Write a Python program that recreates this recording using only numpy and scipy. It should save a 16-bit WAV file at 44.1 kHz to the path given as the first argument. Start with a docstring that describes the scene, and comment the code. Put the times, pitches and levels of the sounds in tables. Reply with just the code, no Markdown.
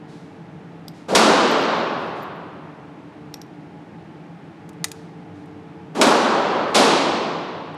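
"""Loading a revolver at an indoor range

Close to one microphone, brass cartridges clink in a tray and slide into a revolver, whose cylinder
snaps shut. Three shots from nearby lanes fill the concrete hall, which rings for seconds above the
drone of its ventilation. An automatic volume control turns each blast down, then creeps back up."""
import sys
import numpy as np
from scipy import signal
from scipy.fft import rfft, irfft, next_fast_len
from scipy.io import wavfile
from scipy.ndimage import uniform_filter1d

SR = 44100
rng = np.random.default_rng(int(sys.argv[2]) if len(sys.argv) > 2 else 0)


def digitize_waveform(pressure):
    """Quantize a signal to 16-bit integers and store it at the path in sys.argv[1].

    Rows of a 2-D input are taken as channels; values are limited to [-1, 1].
    """
    field = np.atleast_2d(pressure).T
    bounded = np.clip(field, -1, 1)
    quanta = np.round(bounded * 32767).astype(np.int16)
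    wavfile.write(sys.argv[1], SR, quanta)


N = 342657
TIME = np.arange(N) / SR

# The three shots: (time [s], hall level [dB], crack level [dB], treble change [dB],
# midrange change [dB], lead-in level [dB], wall echo level [dB], build-up time [s])
SHOTS = [(1.148, -5, -5, 1.5, 1, -25.5, -35, 0.0079), (6.013, -6, -8.5, -2, 1, -26.5, -11, 0.00092),
         (6.743, -11, -12, 2.5, -3, -45.5, -19, 0.0093)]
# The tone of a blast as the hall carries it: (frequency [Hz], level [dB])
BLAST_SPECTRUM = [(25, -53), (70, -51), (125, -23.5), (220, -3), (380, -2.5), (560, -3), (800, -4.5),
                  (1100, -5), (1700, -13), (1980, -16), (4100, -16), (8000, -25), (11500, -32.5),
                  (13500, -54), (15500, -71.5)]


def amp(db):
    """Turn decibels into a number to multiply a sound by."""
    return 10 ** (np.asarray(db) / 20)


def unit(x):
    """Scale a sound so that its average strength (rms) is 1."""
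    return x / np.sqrt(np.mean(x ** 2) + 1e-20)


def along(points, hz):
    """Read between the rows of a (frequency, value) table, with octaves evenly spaced."""
    frequencies, values = np.transpose(points)
    return np.interp(np.log(hz + 1), np.log(frequencies), values)


def filtered(x, response):
    """Multiply each frequency in a sound by response(frequency)."""
    size = next_fast_len(len(x) + 8192)
    return irfft(rfft(x, size) * response(np.fft.rfftfreq(size, 1 / SR)), size)[:len(x)]


def noise(spectrum, size, treble_db=0, treble_hz=2000):
    """Noise with the given tone, its treble then turned up or down by treble_db."""
    x = unit(filtered(rng.standard_normal(size), lambda hz: amp(along(spectrum, hz))))
    return filtered(x, lambda hz: amp(treble_db * hz ** 4 / (hz ** 4 + treble_hz ** 4)))


def fade(t, t60):
    """Die away by 60 dB in t60 seconds, the 'fade time'."""
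    return np.exp(-np.log(1000) * t / t60)


def rise(t, rise_s):
    """Grow from 0 towards 1, about two thirds of the way in rise_s seconds."""
    return 1 - np.exp(-t / rise_s)


def add(track, start_s, x):
    """Mix a sound into the track at the given time."""
    part = track[max(round(start_s * SR), 0):][:len(x)]
    part += x[:len(part)]


def ring(tones, t):
    """Struck metal rings with several fading tones; each blow shares its energy out differently."""
    return sum(amp(db + rng.normal(0, 1.7)) * fade(t, t60) * np.sin(2 * np.pi * (hz * t + rng.random()))
               for hz, db, t60 in tones)


def ventilation(air_db=-41, fan_db=-46):
    """Air rushes steadily while fans and ducts hum with narrow, wavering tones."""
    # Rushing air: (frequency [Hz], level [dB])
    air_spectrum = [(15, -64.5), (25, -58), (91, -16.5), (122, -12.5), (156, -1.5), (253, -11.5), (289, -6),
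                    (368, -13), (445, -15.5), (537, -19.5), (848, -15.5), (970, -22), (2230, -29.5),
                    (10400, -58), (15500, -74)]
    # Fan and duct tones: (frequency [Hz], width [Hz], level [dB])
    fan_tones = [(98.8, 7.6, -10.5), (166, 10.26, -1), (284, 5.2, -10), (297.4, 4, -5), (329, 26, -9),
                 (447, 2, -5.5), (834, 11, -12.5)]
    peaks = lambda hz: sum(amp(db) / np.sqrt(width) / (1 + (2 * (hz - centre) / width) ** 2)
                           for centre, width, db in fan_tones)
    hum = unit(filtered(rng.standard_normal(N), peaks))
    swell_db = np.interp(TIME, [3.9, 5.35], [0, 4])  # the hum grows once, slowly
    return amp(air_db) * noise(air_spectrum, N) + amp(fan_db + swell_db) * hum


def swishes(rise_s=0.026):
    """Soft swishes of hiss rise quickly and fade away."""
    # Soft swishes: (time [s], level [dB], fade time [s])
    soft_swishes = [(0.074, -53, 0.98), (.93, -52.5, 0.63), (1.98, -53, 0.62), (2.15, -50, 0.4),
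                    (4.926, -52, 0.67), (5.34, -60, .6)]
    # Tone of the hiss: (frequency [Hz], level [dB])
    hiss_spectrum = [(1000, -11.5), (4000, 4), (6500, -2.5), (10500, -11.5), (13500, -28.5)]
    out, t = np.zeros(N), TIME[:SR]
    for start_s, db, t60 in soft_swishes:
        add(out, start_s, amp(db) * rise(t, rise_s) * fade(t, t60) * noise(hiss_spectrum, len(t)))
    return out


def booth(x, echo_db=-17, t60=0.21):
    """The bench and side walls bounce small sounds back, a little duller."""
    # The booth's echo: (frequency [Hz], level [dB])
    echo_spectrum = [(500, 2), (4000, -6), (9000, -7), (12000, -10), (15000, -19)]
    t = TIME[:SR // 2]
    echo = noise(echo_spectrum, len(t)) * fade(t, t60)
    return x + amp(echo_db) * signal.fftconvolve(x, echo / np.linalg.norm(echo))[:N]


def brass_contact(ring_db, knock_db, pitch_hz, knock_t60=0.012, ping_db=4, ping_t60=0.0066):
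    """One tap of a brass case gives a high ring and a dry knock with a short ping."""
    # The ringing case: (frequency [Hz], level [dB], fade time [s])
    case_tones = [(12150, -8.5, 0.026), (12650, -14, 0.025), (11800, -15, 0.018), (6870, -29, 0.044)]
    # The dry knock: (frequency [Hz], level [dB])
    knock_spectrum = [(800, -6), (2500, -13), (4300, -1), (6000, -7), (9000, -14), (12000, -17),
                      (13500, -23), (15500, -32)]
    t = TIME[:SR // 5]
    knock = fade(t, knock_t60) * noise(knock_spectrum, len(t))
    ping = ring([(pitch_hz, ping_db, ping_t60)], t)
    return (amp(ring_db) * ring(case_tones, t) + amp(knock_db) * (knock + ping)) * rise(t, 0.00026)


def tray(ring_db=8, knock_db=-8, pitch_hz=7000, from_s=1.44, to_s=2.26, count=22, fall_db_per_s=16):
    """Fingers pick among loose cases: a few clear clinks over a faint jingle that dies down."""
    # Cases bumping together: (time [s], level [dB])
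    clinks = [(1.513, -35), (1.6132, -49), (1.6242, -48), (1.7704, -53), (2.0677, -63), (2.2243, -50),
              (2.2318, -43.5), (2.3595, -63)]
    out = np.zeros(N)
    jingle_delays = (to_s - from_s) * (np.arange(count) + rng.random(count)) / count
    jingle_db = -55 - fall_db_per_s * jingle_delays + rng.normal(0, 2, count)
    for start_s, db in [*clinks, *zip(from_s + jingle_delays, jingle_db)]:
        add(out, start_s, brass_contact(db + ring_db, db + knock_db, pitch_hz))
    return out


def cartridges(ring_db=-12, knock_db=-8, rim_s=0.0013, rim_db=-1.5, rattle_s=0.02, rattle_db=(-22, -26)):
    """Each cartridge knocks into its chamber, lands on its rim and rattles twice."""
    # Cartridges pushed home: (time [s], level [dB], ping pitch [Hz])
    pushes = [(0.8814, -22.5, 4850), (3.341, -18, 5680), (3.4158, -26, 5630)]
    out = np.zeros(N)
    for start_s, db, pitch_hz in pushes:
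        rattle_delays = np.cumsum(rattle_s * rng.uniform(0.5, 1.5, size=2))
        for delay, step_db in [(0, 0), (rim_s, rim_db), *zip(rattle_delays, rattle_db)]:
            tap = brass_contact(db + step_db + ring_db, db + step_db + knock_db, pitch_hz)
            add(out, start_s + delay, tap)
    return out


def cylinder(steel_db=-13.5, snap_t60=0.022, firm_db=-8, thinning=0.25):
    """The cylinder swings shut and clicks into place; the hand keeps the frame's ring short."""
    # Clicks of the cylinder and its latch: (time [s], level [dB])
    clicks = [(4.691, -38.5), (4.731, -51), (4.8423, -10), (4.8834, -36), (4.9158, -24), (5.458, -53),
              (7.7434, -49)]
    # The ringing steel frame: (frequency [Hz], level [dB], fade time [s])
    steel_tones = [(1950, 1, 0.022), (2433, -4, 0.03), (3790, -3, 0.028), (5000, 4, 0.023),
                   (6150, -4, 0.031), (6790, 1.5, 0.029), (7700, -6, 0.026), (10050, -8, .06),
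                   (12330, -9, .035), (14300, -7, .016)]
    # A hard snap: (frequency [Hz], level [dB])
    snap_spectrum = [(300, -20), (1000, -3), (1900, 2.5), (5000, 3.5), (8000, 1), (10500, -3.5),
                     (13300, -11), (15500, -14)]
    out, t = np.zeros(N), TIME[:SR // 5]
    for start_s, db in clicks:
        cut_db = thinning * (firm_db - db)  # lighter clicks have less bass
        snap = amp(-cut_db) * noise(snap_spectrum, len(t), cut_db, treble_hz=4500) * fade(t, snap_t60)
        frame = amp(steel_db - cut_db / 2) * ring(steel_tones, t)
        add(out, start_s, amp(db) * (snap + frame) * rise(t, 0.00068))
    return out


def lead_ins(lead_s=0.065, dull_db=-3, swell_db=15, swell_s=0.023, boom_hz=800):
    """A quieter, duller rush opens each shot; its bass swells into the blast."""
    out, t = np.zeros(N), TIME[:round(lead_s * SR)]
    keep_bass = lambda hz: 1 / (1 + (hz / boom_hz) ** 4)
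    for shot_s, *_, lead_db, _, _ in SHOTS:
        rush = noise(BLAST_SPECTRUM, SR, dull_db)[:len(t)] * rise(t, 0.0062)
        boom = unit(filtered(noise(BLAST_SPECTRUM, SR), keep_bass))[:len(t)]
        swell = amp(swell_db) * np.exp((t - lead_s) / swell_s)
        soft_end = rise(lead_s - t, 0.001)
        add(out, shot_s - lead_s, amp(lead_db) * soft_end * (rush + swell * boom))
    return out


def hall(x, swell_db=1.0, swell_s=0.21, roar_hz=1900):
    """The roar swells as it returns from the far end, while air and walls soak up the treble first."""
    # How long the concrete hall rings: (frequency [Hz], fade time [s])
    fade_times = [(100, 3.7), (200, 2.23), (450, 2.4), (1100, 2.54), (2600, 2.12), (4500, 1.58),
                  (7200, 1.06), (10500, 0.72), (14000, 0.31)]
    hz, t, bands = signal.stft(x, SR, nperseg=1024)  # split the sound into frequency bands
    roar = 1 / (1 + (hz[:, None] / roar_hz) ** 4)
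    swell = (t / swell_s * np.exp(1 - t / swell_s)) ** 2
    decay = fade(t, along(fade_times, hz)[:, None])
    return signal.istft(bands * amp(swell_db * roar * swell) * decay, SR)[1][:len(x)]


def shots(crack_t60=0.16, echo_s=0.055, echo_t60=0.48, mid_hz=1500, mid_width_hz=600):
    """Each shot is a bright crack of first echoes, a slap off the far wall and the hall's long ring."""
    # The bright crack: (frequency [Hz], level [dB])
    crack_spectrum = [(30, -32), (150, -21), (500, -21), (1500, -1), (4500, 1), (7500, -4.5), (11000, -15),
                      (15500, -39)]
    out, t = np.zeros(N), TIME[:3 * SR]
    for start_s, hall_db, crack_db, treble_db, mid_db, _, echo_db, build_s in SHOTS:
        blast = noise(BLAST_SPECTRUM, len(t), treble_db, treble_hz=1830)
        midrange = lambda hz: amp(mid_db / (1 + (2 * (hz - mid_hz) / mid_width_hz) ** 2))
        tail = amp(hall_db) * hall(filtered(blast, midrange))
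        crack = amp(crack_db) * fade(t, crack_t60) * noise(crack_spectrum, len(t))
        add(out, start_s, rise(t, build_s) * (crack + tail))
        wall_echo = amp(echo_db) * fade(t, echo_t60) * noise(BLAST_SPECTRUM, len(t))
        add(out, start_s + echo_s, wall_echo)
    return out


def scene():
    """Everything reaches one microphone and is heard the same in both ears."""
    mono = shots() + lead_ins() + booth(cartridges() + tray() + cylinder()) + swishes() + ventilation()
    return np.array([mono, mono])


def volume_control(x, threshold_db=-11.5, recover_db_per_s=13, react_s=0.00417):
    """Turn loud sound down quickly, then let the volume creep back up."""
    level_db = 10 * np.log10(np.abs(uniform_filter1d(x ** 2, size=900)) + 1e-12)
    excess_db = np.maximum(level_db - threshold_db, 0)
    creep_db = recover_db_per_s * TIME
    cut_db = np.maximum.accumulate(excess_db + creep_db) - creep_db  # each cut shrinks at a steady rate
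    smoothing = np.exp(-1 / (react_s * SR))
    return x * amp(-signal.lfilter([1 - smoothing], [1, -smoothing], cut_db))


def record(dry, ceiling=0.7, top_hz=15500):
    """Control the volume, round off the peaks and remove the very highest treble."""
    x = volume_control(dry[0])
    x = x / (1 + np.abs(x / ceiling) ** 8) ** (1 / 8)
    x = filtered(x, lambda hz: np.exp(-(hz / top_hz) ** 50))
    return np.array([x, x])


dry = scene()
out = record(dry)
digitize_waveform(out)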